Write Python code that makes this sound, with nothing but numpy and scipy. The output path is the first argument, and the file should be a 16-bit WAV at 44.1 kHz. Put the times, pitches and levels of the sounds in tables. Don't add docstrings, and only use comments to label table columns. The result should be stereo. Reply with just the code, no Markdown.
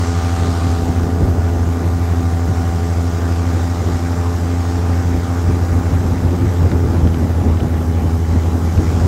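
import sys
import numpy as np
from scipy import signal
from scipy.fft import rfft, irfft, next_fast_len
from scipy.io import wavfile
from scipy.ndimage import uniform_filter1d, map_coordinates

SR = 44100
rng = np.random.default_rng(int(sys.argv[2]) if len(sys.argv) > 2 else 0)


def output_pcm(signal):
    pcm = np.clip(np.atleast_2d(signal).T, -1, 1) * 32767
    wavfile.write(sys.argv[1], SR, np.round(pcm).astype(np.int16))


N = 399987

BLADES, GEAR = 3, 2.2916
BLADE_START = .46
SLAP = 2.4
FLUTTER_DB = 1.5

# (frequency [Hz], relative density [dB per Hz])
BUFFET = [(13, -55), (22, -35), (58, -5), (89, -3), (134, -11), (260, -12.5), (400, -16.5), (544, -22),
          (772, -27), (1370, -41), (3000, -55), (3900, -78), (6600, -120)]


def propeller(blade):
    # (left level [dB], right level [dB], left lead [rad],
    # left change at a full turn of the holder [dB], right change [dB])
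    harmonics = [(-17.0, -17.5, -0.06, 1.5, 1.0), (-30.0, -34.0, -0.24, -3.0, 0.0),
                 (-29.0, -26.5, 0.13, -1.0, -3), (-43.0, -35.0, 1.47, 7.0, -5.0),
                 (-44, -33.5, 0.0, 7.0, -11.0), (-50.5, -44.5, -1.2, 8, -3),
                 (-44.0, -36.0, 1.77, -2.0, -12.0), (-45.5, -34.5, 1.44, -5.0, -20.0),
                 (-44.5, -31.5, 0.58, -4.0, -16.0), (-49, -43.5, 0.64, 0, 8),
                 (-55.0, -45.0, 0.74, 1.0, -7.0), (-54.5, -47.5, 0.16, -7.0, -8.0),
                 (-52.5, -49.5, 0.08, -6.0, 4.0), (-48.5, -40.5, -0.87, -10.0, -9.0),
                 (-50.5, -45.0, -3.02, -15.0, -14.0), (-58.0, -48.5, -0.73, 0.0, -10.0),
                 (-48.0, -44, -1.1, -15.0, -14.0), (-51.0, -49.0, -1.89, -19.0, -11.0),
                 (-57.0, -49.0, -2.26, -12.0, -14.0), (-63.5, -54.0, -1.38, -9.0, -14.0),
                 (-60.5, -54.5, -1.28, -7.0, -15.0), (-65.5, -56.0, -1.12, -5.0, -15.0)]
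    # (time [s], share of the turn [0-1], overtone gain [dB],
    # left port open to the middle tones [dB])
    holder = [(0, 0, 0, 8.5), (.45, 0, 0, 7.5), (1.3, 0, 0, 0), (3.5, .1, .5, 0), (5.8, .3, 1, 0),
              (7.2, .65, 1, 0), (8.6, .85, 1, 0), (9.07, .75, 2, 0)]
    open_order = 11
    orders = np.arange(len(harmonics)) + 1
    turn, overtone_db, open_db = curves(holder)
    shade_db = []
    for k, (*_, left, right) in zip(orders, harmonics):
        opening = np.exp(-2 * np.log(k / open_order) ** 2) * open_db
        port_db = np.array([turn * left + opening, turn * right])
        shade_db.append((1 - 1 / k) * overtone_db + port_db)
    return tones(orders, harmonics, blade, shade_db, waver_db=.75, drift=.4, slap=SLAP)


def exhaust(blade):
    # (left level [dB], right level [dB], left lead [rad])
    beat_levels = [(-36.5, -37, 0), (-25.5, -26.5, -.07), (-35, -35, -.2), (-44, -43, -.25),
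                   (-38, -40, -.4), (-35.5, -40, .2), (-45, -37, 2.4), (-41.5, -38, .3), (-47, -48, 3),
                   (-48, -52, -.26), (-46, -39.5, .6), (-48, -51, -.1), (-59, -49, .2), (-56, -50, -.3),
                   (-57, -52, .4), (-52.5, -46.5, .8), (-56, -50, .8), (-47.5, -50, 1.1)]
    half_orders = [2, 3, 5, 6, 7, 8, 9, 10, 11, 12, 13, 14, 15, 18, 22, 24, 25, 26]
    crank_start = .19
    crank = (blade - 2 * np.pi * BLADE_START) * GEAR / BLADES + 2 * np.pi * crank_start
    beats = np.array(half_orders) / 2
    return tones(beats, beat_levels, crank, 0 * beats, waver_db=.8, drift=.25, slap=0)


def whine(blade):
    # (time [s], level [dB])
    whine_db = [(0, -80), (7.6, -68), (7.9, -56), (8.35, -58), (8.5, -63), (9.07, -62)]
    phase = 36.8 * blade + .8 * wobble(8)
    return np.sqrt(2) * amp(curves(whine_db)[0]) * np.cos(phase)


def tones(orders, levels, angle, gains_db, waver_db, drift, slap):
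    waver_grows, waver_top = .35, 5
    out = np.zeros((2, N))
    for k, (left_db, right_db, lead, *_), gain_db in zip(orders, levels, gains_db):
        high = 1 - orders[0] / k
        smear = high * rng.normal(0, .55)
        phase = k * angle + slap * (k - 1) + smear + drift * high * wobble(3)
        depth_db = waver_db * (1 + waver_grows * np.log2(min(k / orders[0], waver_top)))
        swing_db = depth_db * (wobble(7) + wobble(1.5) / 2)
        level = np.sqrt(2) * amp(gain_db + swing_db - depth_db ** 2 / 7)
        out += level * amp([[left_db], [right_db]]) * np.cos(phase + [[lead / 2], [-lead / 2]])
    return out


def airflow(blade):
    # (frequency [Hz], relative density [dB per Hz])
    roar_colour = [(60, -24), (110, -17), (200, -17), (290, -15.5), (380, -7), (480, -10.5), (600, -12.5),
                   (750, -10.5), (950, -12.5), (1200, -12), (1550, -13.5), (2050, -18), (2600, -24),
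                   (4000, -25.5), (7000, -69)]
    spray_colour = [(1200, -6), (2000, -27), (3830, -13.5), (5000, -5.5), (6710, -6.5), (8000, -10.5),
                    (9300, -18), (11000, -107), (16000, -33)]
    wash_colour = [(450, -16), (800, -3), (1250, 17), (1700, -33), (2400, 0.5), (3500, 3.5), (5500, 0.5),
                   (9500, -5.5), (11000, -59)]
    hiss_colour = [(6000, -30), (8500, -4), (10500, -4), (11700, 0), (13500, -5), (15700, -6)]
    # (frequency [Hz], left-right likeness [correlation])
    likeness = [(170, .95), (340, .65), (520, .35), (1000, .45), (2300, .55), (3200, .17), (7000, .22),
                (15000, .2)]
    # (time [s], roar level [dB], spray level [dB])
    flow_db = [(0, -29.5, -35), (.55, -30, -38.5), (1.15, -34, -41.5), (2.4, -32, -39), (3.6, -31.5, -37.5),
               (4.6, -31, -38.5), (6.6, -32.5, -41), (7.7, -33.5, -43), (8.4, -33.5, -41),
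               (9.07, -31, -37.5)]
    # (time [s], level [dB])
    wash_db = [(0, -35.5), (.35, -34.5), (.7, -35), (1.0, -41.5), (1.5, -56), (8.2, -73), (9.07, -43)]
    roar_db, spray_db = curves(flow_db)
    shared = wobble(9)
    roar = ports(patchy(1.7) * chopped(blade, blade_db=.96, turn_db=.5), roar_colour, likeness)
    spray = ports(patchy(1.3) * chopped(blade, blade_db=1.1, turn_db=.5), spray_colour, likeness)
    wash = ports(patchy(2.2) * chopped(blade, blade_db=2.2, turn_db=.5), wash_colour, likeness)
    hiss = ports(patchy(2.5), hiss_colour, likeness)
    roar *= amp(roar_db + .27 * shared)
    spray *= amp(spray_db + .12 * shared)
    wash *= amp(curves(wash_db)[0])
    return shadowed(roar + spray + wash) + amp(-47) * hiss


def chopped(blade, blade_db, turn_db):
    return amp(blade_db * np.cos(blade + SLAP) - turn_db * np.cos(blade / BLADES))


def shadowed(x):
    # (frequency [Hz], left minus right [dB])
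    lean = [(60, 12), (110, 22), (200, -25), (380, -7), (700, -5), (1290, -4.5), (2380, -0.5), (4400, 1),
            (8120, 5.5), (15000, -16)]
    # (frequency [Hz], left lead [rad])
    lead = [(300, 0), (720, 1.0), (1100, 0), (1650, -1.5), (2400, 0), (3300, -.7), (4500, .3)]

    def half(hz):
        return amp(along(lean, hz) / 2) * np.exp(.5j * along(lead, hz))
    return filtered(x, lambda hz: np.array([half(hz), 1 / half(hz)]))


def headwind():
    # (time [s], level [dB])
    wind_db = [(0, -38.5), (.5, -24.5), (1.25, -22), (1.7, -25), (2.6, -27), (3.5, -28), (4.8, -29.5),
               (5.6, -24.5), (6.4, -20), (7.2, -19.5), (7.9, -22.5), (8.4, -25.5), (9.07, -18)]
    alike = [(40, .86), (150, .9), (600, .73)]  # (frequency [Hz], left-right likeness [correlation])
    eddy_hz, eddy_dull_db = 256, -7
    lumps_db = 2.1
    swing_db = lumps_db * wobble(9) + FLUTTER_DB * wobble(35)
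    steady = amp(curves(wind_db)[0] + swing_db) * ports(patchy(1.26), BUFFET, alike)

    def dull(hz):
        return amp(eddy_dull_db / (1 + (eddy_hz / (hz + 1)) ** 4))
    eddies = gusts() * filtered(ports(patchy(.94), BUFFET, alike), dull)
    return steady + eddies


def gusts():
    # (time [s], peak level before flutter and dulling [dB])
    eddy_peaks = [(.66, -18), (.93, -31), (1.07, -26), (1.23, -12), (1.38, -16), (1.66, -16.5), (2.12, -24),
                  (2.5, -14.5), (3.59, -29), (3.95, -23), (5.03, -25), (5.5, -16.5), (5.76, -21),
                  (5.92, -16.5), (6.02, -18), (6.1, -18.5), (6.25, -14), (6.43, -14), (6.63, -12),
                  (6.72, -11), (6.85, -13.5), (6.95, -26), (7.06, -12), (7.15, -18), (7.22, -17),
                  (7.45, -16.5), (7.63, -12.5), (7.76, -22), (8.03, -19), (8.18, -26), (8.36, -15.5),
                  (8.67, -17.5), (8.78, -12.5), (9.02, -24)]
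    rise_s, fall_s = .026, .034
    t, power = np.arange(N) / SR, np.zeros(N)
    for s, db in eddy_peaks:
        near = slice(max(round(s * SR) - SR // 4, 0), round(s * SR) + SR // 4)
        late = t[near] - s
        width = np.where(late < 0, rise_s, fall_s)
        power[near] += amp(db) ** 2 * np.exp(-(late / width) ** 2)
    return np.sqrt(power) * amp(FLUTTER_DB * wobble(35))


def ticks():
    # (time [s], strength before the common lift [dB], pitch [Hz], fade by 60 dB [cycles])
    tick_list = [(1.0335, -27, 2500, 11), (2.0206, -45, 2500, 11), (6.716, -28, 4200, 20),
                 (6.7165, -31, 2300, 14), (6.7635, -42, 2200, 14), (6.8494, -40, 2600, 14),
                 (6.946, -41, 4200, 16), (7.0500, -45, 2800, 14), (7.073, -27, 3300, 13),
                 (7.144, -28, 3100, 20), (7.21, -33, 2700, 14), (7.386, -37, 4000, 16),
                 (7.415, -43, 3200, 12), (7.5325, -37, 2400, 22), (7.572, -33, 3000, 16),
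                 (7.599, -33, 2400, 32), (7.605, -31, 3000, 30), (7.741, -41, 2000, 30),
                 (8.7767, -29, 2600, 18)]
    unevenness, push_db, puff_db = 1.1, 2, -6
    t, out = np.arange(SR // 30) / SR, np.zeros(N)

    def ring(hz, cycles):
        return np.sin(2 * np.pi * hz * t) * amp(-60 * t * hz / cycles)
    push = amp(push_db) * ring(1400, 12)
    for s, db, hz, cycles in tick_list:
        rattle = 1 + unevenness * uniform_filter1d(rng.standard_normal(len(t)), size=9) * 3
        puff = amp(puff_db - 60 * t / .031) * rng.standard_normal(len(t))
        onset = amp(db + 6.5) * (1 - np.exp(-t / .0004))
        out[round(s * SR):][:len(t)] += onset * (ring(hz, cycles) * rattle - push + puff)
    return filtered(out, lambda hz: 1 / (1 + (hz / 5000) ** 4))


def amp(db):
    return 10 ** (np.asarray(db) / 20)


def unit(x):
    return x / np.sqrt(np.mean(x ** 2) + 1e-20)


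def along(points, hz):
    f, v = np.transpose(points)
    return np.interp(np.log(hz + 1), np.log(f + 1), v)


def curves(rows):
    s, *cols = np.transpose(rows)
    return [np.interp(np.arange(N) / SR, s, c) for c in cols]


def wobble(rate):
    knots = rng.standard_normal(int(N * rate / SR) + 4)
    coarse = map_coordinates(knots, [np.arange(0, N + 64, 64) * rate / SR])
    return np.interp(np.arange(N), np.arange(len(coarse)) * 64, coarse)


def filtered(x, response):
    m = next_fast_len(N + SR // 2)
    return irfft(rfft(x, m) * response(np.fft.rfftfreq(m, 1 / SR)), m)[..., :N]


def patchy(patchy_db):
    z = signal.stft(rng.standard_normal((2, N)), nperseg=512)[2]
    field = uniform_filter1d(rng.standard_normal(z.shape[1:]), size=6, axis=0)
    field = uniform_filter1d(field, size=10, axis=1)
    return signal.istft(z * amp(patchy_db * unit(field)), nperseg=512)[1][:, :N]


def ports(pair, spectrum, alike):
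    def response(hz):
        angle = np.arccos(np.clip(along(alike, hz), -1, 1)) / 2
        return amp(along(spectrum, hz)) * [np.cos(angle), np.sin(angle)]
    mid, side = filtered(pair, response)
    return unit(np.array([mid + side, mid - side]))


def scene():
    # (time [s], rate [blade passes a second])
    speed = [(0, 85.33), (.7, 85.37), (1.8, 85.15), (2.35, 84.74), (3.3, 85.06), (3.9, 85.93), (4.8, 86.38),
             (5.15, 86.23), (5.7, 86.59), (6.62, 86.71), (7.15, 83.14), (7.5, 82.15), (8.5, 82.59),
             (9.07, 84.38)]
    blade = 2 * np.pi * (np.cumsum(curves(speed)[0]) / SR + BLADE_START)
    engine = propeller(blade) + exhaust(blade) + whine(blade)
    return engine + airflow(blade) + headwind() + ticks()


def record(dry):
    bass_hz, top_hz, ceiling = 28, 15730, .9
    soft = dry / (1 + np.abs(dry / ceiling) ** 6) ** (1 / 6)
    return filtered(soft, lambda hz: (hz < top_hz) * hz ** 2 / np.sqrt(hz ** 4 + bass_hz ** 4))


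dry = scene()
out = record(dry)
output_pcm(out)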